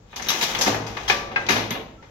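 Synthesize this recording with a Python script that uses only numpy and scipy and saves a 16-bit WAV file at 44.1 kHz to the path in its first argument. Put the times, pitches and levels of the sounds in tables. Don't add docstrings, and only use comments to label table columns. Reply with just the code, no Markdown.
import sys
import numpy as np
from scipy import signal
from scipy.fft import rfft, irfft
from scipy.io import wavfile
from scipy.ndimage import uniform_filter1d

SR = 44100
rng = np.random.default_rng(int(sys.argv[2]) if len(sys.argv) > 2 else 0)


def to_wav(sig):
    pcm = np.clip(np.atleast_2d(sig), -1, 1) * 32767
    pcm = np.round(pcm).astype(np.int16)
    wavfile.write(sys.argv[1], SR, pcm.T)


N = 92610
TIME = np.arange(N) / SR


def amp(db):
    return 10 ** (np.asarray(db) / 20)


def unit(x):
    return x / np.sqrt(np.mean(x ** 2) + 1e-20)


def read(points, hz):
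    f, value = np.transpose(points)
    return np.interp(np.log(hz + 1), np.log(f + 1), value)


def add(mix, start_s, sound):
    part = mix[:, max(round(start_s * SR), 0):][:, :sound.shape[1]]
    part += sound[:, :part.shape[1]]


def colour(x, db_at, size=4096):
    log_gain = np.log(amp(db_at(abs(np.fft.fftfreq(size, 1 / SR)))))
    spectrum = np.exp(np.conj(signal.hilbert(log_gain)))
    taps = np.fft.ifft(spectrum).real[:size // 2]
    return signal.fftconvolve(x, taps[None], axes=1)[:, :x.shape[1]]


def noise(spectrum):
    return unit(colour(rng.standard_normal((2, N)), lambda hz: read(spectrum, hz)))


def smooth_noise(shape, width_s):
    return unit(uniform_filter1d(rng.standard_normal(shape), max(round(width_s * SR), 1)))


# (time [s], rattle's 30 dB decay [s], six relative levels [dB] at KNOCK_HZ)
KNOCKS = [ (0.129, 0.042, -60, -45, -39, -44.5, -78, -95),
          (.160, 0.057, -55, -35.5, -37.5, -31.5, -31.5, -45.5),
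          (.196, 0.048, -45.5, -34, -32.5, -40, -47, -68), (0.221, 0.088, -38, -50, -37.5, -40, -32.5, -56),
          (.287, 0.18, -43, -37, -30, -28, -31, -45.5), (.302, 0.03, -54, -25, -27, -32, -20, -33.5),
          (0.412, 0.093, -48, -32.5, -26.5, -24, -28, -38.5),
          (.424, 0.075, -37.5, -35, -33.5, -23.5, -25.5, -37.5),
          (.549, 0.027, -44, -35, -22, -22.5, -37, -43), (0.587, 0.059, -37, -61, -34, -41, -26.5, -44),
          (.611, 0.091, -46, -26, -28, -24, -17.5, -35), (.662, 0.11, -27.5, -27.5, -23.5, -28.5, -29, -46),
          (.676, 0.052, -32, -18, -36, -34, -31, -41.5), (0.744, 0.038, -29, -28, -26, -42, -42, -49),
          (.865, 0.14, -61, -41.5, -41, -43, -41, -58.5), (.969, 0.035, -65, -30, -26, -33.5, -42, -59),
          (1.081, 0.16, -77, -34.5, -27.5, -29, -29.5, -45), (1.098, 0.041, -34, -21, -16, -21, -25.5, -51),
          (1.315, 0.065, -61, -37, -41, -45, -61, -69), (1.360, 0.049, -47, -26, -21, -32.5, -43.5, -62),
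          (1.465, 0.02, -61, -56, -39, -27, -33.5, -59), (1.488, 0.064, -44, -28.5, -16.5, -22.5, -22, -50),
          (1.502, 0.16, -30.5, -29.5, -24, -28.5, -29, -41.5),
          (1.560, 0.14, -32.5, -29, -31, -28.5, -37.5, -73),
          (1.706, 0.068, -27.5, -35.5, -29.5, -28.5, -39.5, -42.5),
          (1.750, 0.1, -42.5, -29.5, -39, -37.5, -74, -67), (2.025, 0.091, -57, -48, -49, -60, -60, -100)]
KNOCK_HZ = [170, 650, 1900, 3800, 6100, 12000]
# (frequency [Hz], relative level [dB])
WOOD = [(70, -39.5), (120, -4), (270, 2.5), (500, -6.5), (900, -2), (1400, -7.5), (2400, -6), (3600, -9),
        (4700, -9.5), (6100, -8.5), (7100, -13.5), (8300, -25), (10000, -18), (13000, -7), (16000, -29)]
KNOCK_DB, COLOUR_DB, GRAIN_RMS_DB = -1, 21, 2.5
KNOCK_RISE_S, CRACK_GAIN, CRACK_DECAY_S = 0.0006, 2 * amp(-9), 0.0006


def knocks():
    out, t = np.zeros((2, N)), TIME[:SR // 3]
    rise = 1 - np.exp(-t / KNOCK_RISE_S)
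    crack = CRACK_GAIN * np.exp(-t / CRACK_DECAY_S)
    for start_s, decay_30db_s, *levels_db in KNOCKS:
        grain = unit(amp(GRAIN_RMS_DB * smooth_noise(len(t), 40 / SR)))
        rattle = grain * amp(-30 * t / decay_30db_s)
        hit = rng.standard_normal((2, len(t))) * (rattle + crack) * rise
        bands = list(zip(KNOCK_HZ, levels_db))
        add(out, start_s, colour(hit, lambda hz: read(bands, hz) + read(WOOD, hz) + COLOUR_DB))
    return amp(KNOCK_DB) * out


# (time [s], friction level [dB], tilt [dB per octave])
STROKE = [(0, -62.5, -9), (.12, -54.5, 3), (.2, -58, 0.5), (.27, -31, 1.5), (.39, -31, 3), (.51, -31, 2.5),
          (.6, -27, -0.5), (.7, -30, 2), (.8, -37, -3), (0.922, -39.5, -1.5), (1.05, -35.5, 0.5),
          (1.181, -43, -8), (1.299, -40, -5.5), (1.419, -34.5, -1), (1.6, -46.5, -12.5), (1.8, -61.5, -28),
          (1.951, -81, 5.5), (2.1, -54.5, 0.5)]
# (frequency [Hz], relative level [dB per Hz])
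SCRAPE = [(50, -20), (120, -4.5), (300, 1), (850, 2), (1400, -2.5), (2300, -5), (3600, -6), (4700, -14.5),
          (6000, -10), (7100, -17.5), (8500, -32.5), (12500, -29), (16000, -33)]
SLIPS_PER_S, SLIP_SPREAD_DB = 3500, 2.5
JUDDER_DB, JUDDER_S, TILT_PIVOT_HZ = -0.5, 0.011, 1030


def scrape():
    s, level_db, tilt_db = np.transpose(STROKE)
    slip_db = SLIP_SPREAD_DB * np.minimum(rng.exponential(1, N), 4)
    slips = (rng.random(N) < SLIPS_PER_S / SR) * amp(slip_db)
    judder = smooth_noise(N, JUDDER_S)
    rasp = unit(colour(slips * rng.standard_normal((2, N)), lambda hz: read(SCRAPE, hz)))
    rasp = rasp * amp(JUDDER_DB * judder)
    hz, t, z = signal.stft(rasp, SR, nperseg=512)
    octaves = np.log2(np.maximum(hz, TILT_PIVOT_HZ / 2) / TILT_PIVOT_HZ)[:, None]
    z = z * amp(np.interp(t, s, level_db) + octaves * np.interp(t, s, tilt_db))
    return signal.istft(z, SR, nperseg=512)[1][:, :N] / np.sqrt(2)


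PART_MODES = { "heddles": [(3060, 1, 0.16), (3820, 8, 0.11), (5780, 2, 0.25), (12570, -3.5, 0.1)],
              "catch": [(3250, 6, 0.12), (5733, -3, 0.056)], "bracket": [(1330, -8, 0.12),
              (1603, 9.5, 0.09), (1992, -6, 0.2), (2580, 8.5, 0.048)], "reed": [(1722, -0.5, 0.35),
              (2350, 7, 0.035), (3830, -4, 0.37), (9980, -17.5, 0.4), (11800, -13, 0.39)],
              "pin": [(6160, 9.5, 0.024), (12800, -5, 0.092)], "beam": [(568.5, 0, 1.5), (1165, 10.5, 0.62),
              (1515, 23, 0.036), (2160, 26.5, 0.032), (2480, 31, 0.024)], "sley": [(215, 3, 0.069),
              (290, 9.5, 0.087), (387, 2.5, 0.14)], "frame": [(109.9, 5.5, 1.07), (209, -1.5, 0.88),
              (321.5, -1, 0.6), (451.4, -2.5, 1.27), (854, -1, 0.41), (924, -11, .9), (1059, -1.5, 0.82)]}
# (time [s], part, relative level [dB])
BLOWS = [(.286, "heddles", -18.5), (.411, "heddles", -30.5), (.668, "sley", -21.5), (.69, "frame", -32),
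         (1.079, "catch", -18.5), (1.098, "beam", -35), (1.361, "bracket", -16.5), (1.487, "reed", -20.5),
         (1.495, "sley", -23.5), (1.54, "frame", -34.5), (1.707, "pin", -25.5)]
ALL_BUZZ_HZ = 11000
BUZZ_CYCLES = 16
RING_RISE_CYCLES = 0.83
RIGHT_LAG_S = 0.00022


def rings():
    out = np.zeros((2, N))
    for start_s, part, blow_db in BLOWS:
        for hz, mode_db, t60_s in PART_MODES[part]:
            t = TIME[:round(t60_s * SR)] - np.array([[0], [RIGHT_LAG_S]])
            t = np.maximum(t, 0)
            buzz_share = np.clip(hz / ALL_BUZZ_HZ, 0, 1)
            buzz_sin, buzz_cos = (np.interp(hz * t / BUZZ_CYCLES, np.arange(len(row)), row)
                                  for row in rng.standard_normal((2, 1024)))
            phase = 2 * np.pi * (hz * t + rng.random())
            tone = np.sin(phase)
            buzz = buzz_sin * np.sin(phase) + buzz_cos * np.cos(phase)
            ring = np.sqrt(1 - buzz_share) * tone + np.sqrt(buzz_share) * buzz
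            rise = 1 - np.exp(-t * hz / RING_RISE_CYCLES)
            add(out, start_s, amp(blow_db + mode_db - 60 * t / t60_s) * ring * rise / np.sqrt(2))
    return out


RUB_DB, RUB_WIDTH_HZ = -15.5, 100
RUB_WANDER_RMS, RUB_CHATTER_RMS_DB, RUB_SHIFT_S = 0.021, 10.5, 0.03


def heddles(rasp):
    r, out = np.exp(-np.pi * RUB_WIDTH_HZ / SR), np.zeros((2, N))
    for hz, mode_db, _ in PART_MODES["heddles"]:
        pull, contact = smooth_noise((2, N), RUB_SHIFT_S)
        turn = np.exp(2j * np.pi * np.cumsum(hz * (1 + RUB_WANDER_RMS * pull)) / SR)
        drive = rasp * amp(RUB_CHATTER_RMS_DB * contact)
        out += amp(mode_db) * (turn * signal.lfilter([1 - r], [1, -r], drive / turn)).real
    return amp(RUB_DB) * np.std(rasp) * unit(out)


SQUEAK_AT_S, SQUEAK_DB, SQUEAK_S, SQUEAK_HZ = 1.972, -50, 0.05, 1335


def squeak():
    swell = np.sin(np.pi * np.clip((TIME - SQUEAK_AT_S) / SQUEAK_S, 0, 1))
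    return amp(SQUEAK_DB) * swell * np.sin(2 * np.pi * SQUEAK_HZ * TIME)


# (time [s], level [dB])
RUMBLE_LEVEL = [(0, -54.5), (.2, -48.5), (.45, -51), (.56, -43.5), (1.05, -45), (1.45, -42.5), (1.8, -50),
                (2.1, -52)]
# (frequency [Hz], relative level [dB per Hz])
RUMBLE = [(22, -46), (36, -26), (51, 9), (70, -15), (110, -1), (160, -10), (300, -17.5), (900, -59)]


def rumble():
    return noise(RUMBLE) * amp(np.interp(TIME, *np.transpose(RUMBLE_LEVEL)))


# (frequency [Hz], t60 [s])
ROOM = [(100, 0.76), (400, 0.8), (1200, 0.58), (3000, 0.5), (6000, 0.49), (12000, 0.37)]
TAIL_DB, TAIL_ONSET_S = -3.5, 0.0017
EARLY_DB, EARLY_DECAY_S, EARLY_PER_S, EARLY_FROM_S = -2.5, 0.011, 700, 0.002


def room(x):
    t = TIME[:SR]
    hz, frames_s, z = signal.stft(rng.standard_normal((2, SR)), SR, nperseg=256)
    z = z * amp(-60 * frames_s / read(ROOM, hz)[:, None])
    tail = signal.istft(z, SR, nperseg=256)[1][:, :SR]
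    tail = tail * (1 - np.exp(-t / TAIL_ONSET_S))
    early = rng.standard_normal((2, SR)) * (rng.random((2, SR)) < EARLY_PER_S / SR)
    early = early * np.exp(-t / EARLY_DECAY_S) * (t > EARLY_FROM_S)
    echo = (amp(TAIL_DB) * unit(tail) + amp(EARLY_DB) * unit(early)) / np.sqrt(SR)
    return signal.fftconvolve(x, echo, axes=1)[:, :N]


# (frequency [Hz], relative level [dB per Hz])
AIR = [(25, -22), (100, -1.5), (300, -16), (900, -20), (1500, -22), (4000, -29), (7400, -28), (8300, -53),
       (16000, -47)]
AIR_DB = -56


def still_air():
    return amp(AIR_DB) * noise(AIR)


# (frequency [Hz], left-right likeness [0..1])
LIKENESS = [(60, .97), (150, .95), (350, .8), (700, .35), (1400, 0)]


def blend(x):
    z = rfft(x, 2 * N)
    likeness = np.clip(read(LIKENESS, np.fft.rfftfreq(2 * N, 1 / SR)), -1, 1)
    angle = np.arcsin(likeness) / 2
    return irfft(np.cos(angle) * z + np.sin(angle) * z[::-1])[:, :N]


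RING_ROOM_DB = -7


def scene():
    rasp = scrape()
    loom = knocks() + rasp + heddles(rasp)
    ringing = rings() + squeak()
    echoes = room(loom + amp(RING_ROOM_DB) * ringing)
    return ringing + blend(loom + echoes + rumble() + still_air())


# (frequency [Hz], left minus right [dB])
LEAN = [(60, 1), (700, -0.5), (1200, 2), (1800, 4.5), (2800, 6.5), (4200, 6.5), (7300, 8), (8600, -16),
        (15000, -7)]
EDGE_HZ = 16000


def record(dry):
    lean = amp(read(LEAN, np.fft.rfftfreq(2 * N, 1 / SR)))
    gains = np.array([lean, np.ones_like(lean)]) * np.sqrt(2 / (1 + lean ** 2))
    heard = irfft(rfft(dry, 2 * N) * gains)[:, :N]
    low_pass = signal.firwin(511, EDGE_HZ, window=("kaiser", 9), fs=SR)
    return signal.oaconvolve(heard, low_pass[None], "same")


dry = scene()
out = record(dry)
to_wav(out)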